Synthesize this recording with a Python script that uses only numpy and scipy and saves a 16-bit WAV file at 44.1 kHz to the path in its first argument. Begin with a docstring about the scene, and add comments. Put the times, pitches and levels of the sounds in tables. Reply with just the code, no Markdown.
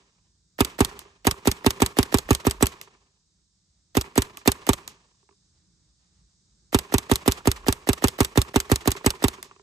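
"""An air-powered paintball marker fires strings of shots on a lawn, close to a stereo microphone.
In each shot the valve clicks, the bolt (a moving plug) slides, air thumps and cracks out of the barrel,
and the bolt slams back. Balls knock in the loader; soft splats and sharp ticks, likely hits on trees,
follow. Trunks scatter an echo. Far traffic rumbles, insects hiss, leaves rustle, air puffs on the mic."""
import sys
import numpy as np
from scipy import signal
from scipy.fft import rfft, irfft, next_fast_len
from scipy.io import wavfile
from scipy.ndimage import map_coordinates

SR = 44100
rng = np.random.default_rng(int(sys.argv[2]) if len(sys.argv) > 2 else 0)


def wav_out(sig):
    """Save sig, one row per channel (or a flat mono array), as 16-bit PCM at SR to the path in sys.argv[1]."""
    wavfile.write(sys.argv[1], SR, np.round(np.clip(np.atleast_2d(sig).T, -1, 1) * 32767).astype(np.int16))


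N = 424241
TIME = np.arange(N) / SR


def amp(db):
    return 10 ** (np.asarray(db) / 20)


def look_up(table, hz, column=1):
    """Reads between a table's rows on a log pitch scale."""
    columns = np.transpose(table)
    return np.interp(np.log(hz + 1), np.log(columns[0] + 1), columns[column])


def filtered(sound, response):
    """Changes each pitch's strength and timing by response(hz)."""
    size = next_fast_len(N + SR // 2)
    return irfft(rfft(sound, size) * response(np.fft.rfftfreq(size, 1 / SR)), size)[..., :N]


def resonances(modes, hz):
    """How a body favours the pitches it rings at."""
    return sum(amp(db) * 1j * hz * width / (pitch ** 2 - hz ** 2 + 1j * hz * width)
               for pitch, width, db in modes)


def dull(hz, above_hz):
    """A soft contact: the treble falls away steeply."""
    return 1 / (1 + 1j * hz / (0.37 * above_hz) - (hz / above_hz) ** 2) ** 2


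def add(track, start_s, sound):
    """Mixes a sound into a track."""
    room = track[..., round(start_s * SR):][..., :sound.shape[-1]]
    room += sound[..., :room.shape[-1]]


def burst(table, length_s, rise_s, size=64):
    """Two unrelated noises; each pitch drops 60 dB in its own fade time."""
    hz, t, bands = signal.stft(rng.standard_normal((2, round(length_s * SR))), SR, nperseg=size)
    colour = amp(look_up(table, hz))[:, None]
    fade = amp(-60 * t / look_up(table, hz, column=2)[:, None])
    noise = signal.istft(bands * colour * fade, SR, nperseg=size)[1]
    attack = 1 - np.exp(-np.arange(noise.shape[1]) / SR / rise_s)
    return noise * attack / np.sqrt(np.mean(colour ** 2))


def wobble(rate):
    """A smooth curve through rate random points a second."""
    return map_coordinates(rng.standard_normal(int(N * rate / SR) + 4), [TIME * rate])


def rush(colour):
    """Two unrelated steady noises of strength 1."""
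    noise = filtered(rng.standard_normal((2, N)), lambda hz: amp(look_up(colour, hz)))
    return noise / np.sqrt(np.mean(noise ** 2))


# Tone of traffic and of insects: (pitch [Hz], level [dB]). Levels in all tables are relative.
TRAFFIC_TONE = [(12, -57.5), (20, -33), (54, 4), (118, -6), (187, -3.5), (254, -20.5), (306, -14),
                (730, -37), (793, -30.5), (1670, -31), (2140, -35), (2800, -42), (3640, -76.5),
                (6160, -120)]
INSECT_TONE = [(1470, -61), (2500, -30.5), (3870, -4.5), (4180, -8), (4750, -3.5), (6870, -5), (8450, -8.5),
               (9500, -29), (12400, -61), (20900, -120)]
# Their slow swells: (time [s], traffic level [dB], insect level [dB])
LAWN_LEVELS = [(0, -75.5, -73), (.5, -68, -74.5), (3.199, -71.5, -74), (3.899, -71.5, -74),
               (5.2, -72.5, -72), (6.1, -67.5, -72.5), (6.7, -67, -71.5), (9.62, -67, -68)]
# Swells of the leaves: (time [s], level [dB])
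LEAF_LEVELS = [(0, -91.5), (5.9, -82.5), (6.1, -77), (6.4, -82.5), (9.62, -79.5)]

def lawn():
    """Far traffic, insects and leaves: three noises that waver in loudness."""
    times, traffic_db, insect_db = np.transpose(LAWN_LEVELS)
    traffic = amp(np.interp(TIME, times, traffic_db) + 2.2 * wobble(8.5)) * rush(TRAFFIC_TONE)
    insects = amp(np.interp(TIME, times, insect_db) + 2 + .7 * wobble(2.4)) * rush(INSECT_TONE)
    leaf_db = np.interp(TIME, *np.transpose(LEAF_LEVELS)) + 2.8 * wobble(20)
    leaves = amp(leaf_db) * rush([(200, -34.5), (600, -.5), (2000, -3), (5000, -3), (9000, -39)])
    return traffic * [[1], [2.5]] + insects * [[1], [1.5]] + leaves  # a louder second row sounds wider


# A shot just before the start, still echoing: (time [s], thump level [dB])
EARLY_SHOT = (-0.27, 0)
# The echo from the trees: (pitch [Hz], level [dB], fade time [s])
ECHO_TONE = [(40, -7.5, .8), (199.5, -4, 0.98), (345, -5, 0.74), (398, 8, 0.76), (455, -5, 0.8),
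             (700, -9, .9), (1047, 1, 0.77), (1430, -7.5, .8), (1698, -5.5, .9), (1960, -11, 0.8),
             (2346, -5, .8), (3126, -12.5, 0.96), (6900, -20.5, 1), (10000, -19.5, .5), (12500, -21.5, .35),
             (16000, -25, .3)]

def tree_echo():
    """Each shot comes back from the trunks as a dying wash that swells and dips."""
    out = np.zeros((2, N + SR))  # a spare second in front holds the early shot
    for at, thump_db, *_ in [EARLY_SHOT, *SHOTS]:
        wash = burst(ECHO_TONE, 1.1, rise_s=.028, size=1024)
        flutter_db = 2.8 * map_coordinates(rng.standard_normal(200), [np.arange(wash.shape[1]) / SR * 70])
        add(out, at + 1, amp(thump_db - 42 + flutter_db) * wash)
    return out[:, SR:]


VALVE_LEAD_S, BOLT_RETURN_S = .0179, .0422  # click before the thump, slam after it
# The shots: (time [s], thump level [dB], deep push level [dB], bolt slam level [dB])
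SHOTS = [(0.6059, 1.34, -0.7, -21), (0.8056, 2.95, 1, -18.5), (1.269, 1.2, -1.5, -18),
         (1.4729, 1.5, 0.35, -18.5), (1.6634, 3, -1, -18.5), (1.8197, 2, -0.2, -19), (1.987, 2.5, 0.1, -20),
         (2.1426, 1.8, -0.3, -19.5), (2.307, 1.5, 5, -19.5), (2.468, 0.9, 0.3, -21.5),
         (2.6257, 1.3, 0.9, -20), (3.9692, 0.3, -0.1, -21.5), (4.178, 2, 0.1, -19.5),
         (4.4759, 2.55, -2.5, -20.5), (4.6904, 2.4, -0.6, -18.8), (6.7457, 2.36, 0.3, -19.5),
         (6.9403, 1, 1, -19), (7.1147, 2, 1.3, -19.5), (7.278, 2, -0.6, -19), (7.4732, 1.1, 3.5, -19),
         (7.6833, 0.9, -0.2, -19), (7.8893, 0.85, 0.1, -19.5), (8.0406, 1, 0, -19.5),
         (8.205, 0.5, 1.3, -18.5), (8.3747, 0.9, 7, -19), (8.5596, 2, -0.5, -19), (8.7164, 0.9, 4.5, -20),
         (8.875, -0.1, 1, -19), (9.0622, 0.8, -0.3, -20), (9.2403, 0.8, 0.6, -19.5)]
# Notes of the body around the valve: (pitch [Hz], width [Hz], level [dB])
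VALVE_NOTES = [(323, 53, 0), (630, 270, 1.5), (1400, 160, -6), (1770, 450, 3)]
# Air slipping past the bolt: (pitch [Hz], level [dB])
SLIDE_TONE = [(300, -11.5), (1000, -1), (2500, 2), (4000, -1), (8000, -8.5), (16000, -4.5)]
# The sliding bolt snags: (time before the thump [ms], level [dB])
BOLT_SNAGS = [(14, -33), (8, -35)]

def valve_and_bolt():
    """The valve clicks open; the bolt slides in a hiss of air, then returns and knocks the same body."""
    knocks, air = np.zeros((2, N))
    out = np.zeros((2, N))
    speeding_up_db = np.linspace(-6, 0, round(VALVE_LEAD_S * SR))
    for at, _, _, bolt_db in SHOTS:
        valve_db = rng.normal(-17.5, .3)
        opens = at - VALVE_LEAD_S
        add(air, opens - .005, np.full(round(.013 * SR), amp(valve_db - 26)))  # air opens the valve
        knocks[round((opens + .0007) * SR)] = amp(valve_db + 32.5)
        add(air, opens, amp(valve_db - 14.5 + speeding_up_db))
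        for before_ms, db in BOLT_SNAGS:
            add(out, at - before_ms / 1000, amp(db) * burst(TICK_TONE, .012, rise_s=.00033))
        add(air, at, np.full(round(BOLT_RETURN_S * SR), amp(bolt_db - 22)))  # spent air leaks out
        knocks[round((at + BOLT_RETURN_S) * SR)] = amp(bolt_db + 20)
    out[0] += filtered(knocks, lambda hz: resonances(VALVE_NOTES, hz) * dull(hz, 2700))
    return out + air * amp(3 * wobble(250)) * rush(SLIDE_TONE)


# Low notes of the barrel, the first two being the deep push: (pitch [Hz], width [Hz], level [dB])
BARREL_NOTES = [(68, 16, 26), (100.6, 55, 34), (262.5, 79.7, 36.5), (389.8, 29, 35.5), (730.6, 160, 28.5),
                (896.5, 47, 31), (1133, 76, 27.5)]

def barrel_thump():
    """One push of air per shot sets the barrel's low notes ringing."""
    pushes, out = np.zeros((2, 2, N))
    for at, thump_db, deep_db, _ in SHOTS:
        pushes[:, round(at * SR)] = amp([deep_db, thump_db])
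    for push, notes in zip(pushes, [BARREL_NOTES[:2], BARREL_NOTES[2:]]):
        out[0] += filtered(push, lambda hz: resonances(notes, hz) * dull(hz, 1700))
    return out


SURGE_GAP_S, SURGE_SWING_DB = .0062, 3.5
# Notes of the tube as air rushes through: (pitch [Hz], width [Hz], level [dB])
TUBE_NOTES = [(870, 180, 2), (1085, 66, -1.5), (1670, 140, -1.5), (2410, 410, -1.5), (2647, 110, -7.5),
              (3570, 240, -11)]
# The air's crack, and the snap as its first surge returns: (pitch [Hz], level [dB], fade time [s])
CRACK_TONE = [(300, -32, .08), (735, 1.5, 0.05), (1500, -0.5, 0.063), (2930, -5, 0.04), (4850, -13.5, .04),
              (8900, 1, 0.025), (16000, 0, 0.018)]
SNAP_TONE = [(500, -5, 0.026), (900, 2, 0.023), (2500, 2.5, 0.011), (5000, -3.5, 0.0044),
             (16010, -15, 0.0082)]

def air_crack():
    """The ball uncorks the barrel; air escapes in surges and rings the tube and the metal."""
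    def surging(air):
        cycles = (np.arange(air.shape[1]) / SR - .0015) / SURGE_GAP_S
        return air * amp(SURGE_SWING_DB * (np.cos(2 * np.pi * cycles) - 1))

    out, tube_air = np.zeros((2, 2, N))
    air_left = 1 / (1 + np.exp((TIME[:SR // 25] - .021) / .0013))  # the charge runs out
    for at, thump_db, *_ in SHOTS:
        db = thump_db + rng.normal(-16.5, 1.62)
        add(out, at - .001, amp(db + 10) * surging(burst(CRACK_TONE, .1, rise_s=.0026)))
        add(out[0], at, amp(db - 6) * metal_ring())
        add(out, at + .0002, amp(db + 5.5) * burst(SLAM_TONE, .0083, rise_s=.00016))  # the uncorking
        flow = burst([(500, 0, .18), (5000, 0, .068)], .05, rise_s=.0004)[:, :len(air_left)]
        add(tube_air, at + .002, amp(db + 7.5) * surging(flow * air_left))
        add(out, at + SURGE_GAP_S, amp(db + 3) * burst(SNAP_TONE, .02, rise_s=.00049))
    return out + filtered(tube_air, lambda hz: resonances(TUBE_NOTES, hz))


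LONGEST_RING_S = .04  # cap on each note's fade time
# Notes of the metal body: (pitch [Hz], level [dB], fade time before the cap [s])
METAL_NOTES = [(1929, -8, 0.004), (2760, -16, 0.088), (3280, -13.5, 0.045), (3620, -5.5, 0.038),
               (4447, -19, 5.0), (5000, -19.5, 0.031), (6437, -11.5, 0.033), (6620, -6.5, 0.014),
               (6650, -22, 0.1), (7980, -4.5, 0.085), (8300, -13, 0.064), (10520, -12, 0.051),
               (10630, -12, 0.018), (11550, -24.5, 0.068)]

def metal_ring():
    """Each note of the metal body is a brief ping, at a new strength after each blow."""
    t = TIME[:SR // 10]
    return sum(amp(db + rng.normal(0, 4) - 60 * t / min(fade, LONGEST_RING_S)) * np.sin(2 * np.pi * hz * t)
               for hz, db, fade in METAL_NOTES)


# The bolt's slam, and the air let out with it: (pitch [Hz], level [dB], fade time [s])
SLAM_TONE = [(202.5, -7.5, 0.03), (700, -12.5, 0.035), (1500, -8.5, .04), (2340, -13.5, 0.04),
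             (3750, 0, 0.018), (6400, -4, 0.014), (9000, -3.5, 0.015), (16000, -6.5, 0.0084)]
VENT_TONE = [(3000, -13.5, .3), (8000, -3, .3), (12690, -7.5, 0.26), (16000, -9.5, .25)]

def bolt_slam():
    """The bolt slams back, rings the metal and bounces once while air hisses out."""
    out = np.zeros((2, N))
    for at, _, _, db in SHOTS:
        back = at + BOLT_RETURN_S
        add(out, back, amp(db + 8) * burst(SLAM_TONE, .07, rise_s=.0002))
        add(out[0], back, amp(db - 9.5) * metal_ring())
        add(out, back, amp(db - 30) * burst(VENT_TONE, .2, rise_s=.005))
        bounce = amp(db + rng.normal(-7.5, 2.7)) * burst(SLAM_TONE, .05, rise_s=.00022)
        add(out, back + rng.normal(.0062, .00081), bounce)
    return out


# Single knocks of balls in the loader: (time [s], level [dB])
BALL_KNOCKS = [(0.954, -26.5), (1.017, -21.5), (1.054, -24.5), (2.875, -28), (2.949, -32), (4.122, -26.5),
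               (4.415, -21.5), (5.229, -40), (5.29, -29), (5.31, -36), (5.325, -39), (7.644, -19),
               (8.952, -10), (8.97, -15), (9.512, -22), (9.562, -24), (9.596, -27)]
# Notes of its plastic shell: (pitch [Hz], width [Hz], level [dB])
LOADER_NOTES = [(403, 32, 5.5), (1010, 90, 1.5), (1140, 100, 1.5), (1440, 300, -3), (1700, 120, -4),
                (2440, 840, -1.5)]

def loader_rattle():
    """Balls knock in the plastic loader as they feed down; its notes also give trunk hits a hollow ring."""
    hits = [(at + .0044, db - 11) for at, db in TRUNK_HITS] + list(BALL_KNOCKS)
    for at, *_ in SHOTS:
        for wait in .072 + rng.exponential(.062, size=9):
            hits.append((at + wait, rng.normal(-22.5, 5.5) - 55 * wait))  # later ones are softer
    blows = np.zeros((2, N))
    fade = amp(-60 * TIME[:400] / .019)
    for at, db in hits:
        add(blows, at, amp(db) * fade * rng.standard_normal((2, 400)))  # a rough contact
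    return filtered(blows, lambda hz: resonances(LOADER_NOTES, hz) * dull(hz, 3000))


# The loudest splats: (time [s], level [dB])
LOUD_SPLATS = [(0.697, -35), (7.372, -31), (7.559, -30), (8.806, -30.5), (8.963, -27), (9.336, -34)]
# One splat: (pitch [Hz], level [dB], fade time [s])
SPLAT_TONE = [(200, -18.5, .08), (500, -2.5, 0.087), (1191, 5, 0.061), (2977, -0.5, 0.08), (8000, -8, 0.07),
              (16000, -18.5, .04)]

def far_splats():
    """A soft burst follows each shot: the ball breaking, or the tree line answering."""
    out = np.zeros((2, N))
    soft_splats = [(at + rng.normal(.087, .004), rng.normal(-41.5, 6)) for at, *_ in SHOTS]
    for at, db in [*LOUD_SPLATS, *soft_splats]:
        add(out, at, amp(db) * burst(SPLAT_TONE, .049, rise_s=.0047))
    return out


# Sharp ticks, about 0.19 s after a shot: (time [s], level [dB])
TRUNK_HITS = [(0.7913, -21), (0.9916, -22), (1.457, -22.5), (2.0107, -24.5), (2.173, -18.5),
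              (2.3305, -14.5), (2.4981, -21), (2.6574, -15.5), (2.8135, -22.5), (4.1565, -21.5),
              (4.3715, -22), (4.6673, -17.5), (4.8774, -19.5), (7.1364, -16.5), (7.3139, -17),
              (8.0732, -17), (8.2312, -20.5), (8.3918, -22), (8.7408, -26), (8.906, -16), (9.428, -20.5)]
# A tick, and its echo from nearby things: (pitch [Hz], level [dB], fade time [s])
TICK_TONE = [(300, -13.5, 0.026), (1000, -11.5, .04), (2958, 2.5, 0.01), (7000, -3, 0.011),
             (15830, -1, 0.0083)]
TICK_ECHO_TONE = [(500, -21.5, .2), (2000, -3.5, 0.21), (6000, 1, 0.14), (16000, -8.5, 0.082)]

def trunk_hits():
    """A sharp tick, probably the ball striking a tree, with a short echo."""
    out = np.zeros((2, N))
    for at, db in TRUNK_HITS:
        add(out, at, amp(db) * burst(TICK_TONE, .11, rise_s=.00027))
        add(out, at, amp(db - 18) * burst(TICK_ECHO_TONE, .26, rise_s=.012))
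    return out


# Puffs of air: (time [s], length [s], level [dB])
AIR_PUFFS = [(0.901, 0.18, -54), (2.229, .12, -46), (2.571, .15, -46), (7.593, 0.31, -49.5)]

def air_puffs():
    """Moving air hits the microphone with a brief, deep rumble."""
    swell = sum(amp(db) * np.exp(-(2 * (TIME - at) / length) ** 2) for at, length, db in AIR_PUFFS)
    return swell * rush([(15, -33.5), (35, 0), (60, 2.5), (110, -28.5), (200, -59.5)])


# The two microphone openings: (pitch [Hz], left minus right [dB], left lead [rad], likeness [0-1])
MIC_OPENINGS = [(40, -2, 0, 1), (500, -5, -.5, .97), (700, -12, 0, .75), (1250, 1, -1.3, .85),
                (1600, -4, -3.1, .6), (1950, -6, -6.3, .5), (2350, -4, -9.4, .4), (3000, -3, -10.5, .3),
                (3700, -7, -12.6, .4), (5500, -4, -12.6, .45), (6500, 0, -13.1, .85), (7300, -2, -12.9, .6),
                (8300, -1, -11.6, .93), (9000, 0, -10.3, .98), (9800, 0, -9.5, 1), (10500, 0, -8.8, .98),
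                (11300, 0, -7.4, .75), (12300, 0, -6.3, 1), (13800, 0, -4.9, .88), (15000, 0, -3.2, 1)]

def stereo(pair, spread=1.0):
    """Both sides share the first row, the second sets them apart; spread scales their level gap."""
    def blend(hz):
        angle = np.arccos(np.clip(look_up(MIC_OPENINGS, hz, column=3), 0, 1)) / 2
        return [np.cos(angle), np.sin(angle)]

    def left_and_right(hz):
        level = amp(look_up(MIC_OPENINGS, hz) * [[spread], [0]])
        return level * np.exp(.5j * look_up(MIC_OPENINGS, hz, column=2) * [[1], [-1]])

    mid, side = filtered(pair, blend)
    return filtered(np.array([mid + side, mid - side]), left_and_right)


def scene():
    """The marker close by, with the outdoors more evenly balanced around it."""
    outdoors = lawn() + tree_echo()
    shots = valve_and_bolt() + barrel_thump() + air_crack() + bolt_slam()
    after_shots = loader_rattle() + far_splats() + trunk_hits()
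    return stereo(shots + after_shots) + stereo(outdoors + air_puffs(), spread=.49)


CEILING, TOP_HZ = .95, 16800
# How strongly the microphone hears each pitch: (pitch [Hz], level [dB])
MIC_TONE = [(20, -11.5), (45, 1.5), (8000, -0.5), (9800, 3), (11300, -6.5), (12600, -0.5), (14200, -6.5),
            (15600, 4.5), (16100, -13.5), (16800, -24.5)]

def record(dry):
    """The microphone colours the sound; its filters delay the bass, so each thump glides down."""
    lag = lambda hz: 12 * np.arctan(hz / 74.3) + 6 * np.arctan(hz / 279)
    coloured = filtered(dry, lambda hz: amp(look_up(MIC_TONE, hz)) * np.exp(-1j * lag(hz)))
    rounded = coloured / (1 + np.abs(coloured / CEILING) ** 8) ** (1 / 8)  # softens the tallest peaks
    return filtered(rounded, lambda hz: hz < TOP_HZ)


dry = scene()
out = record(dry)
wav_out(out)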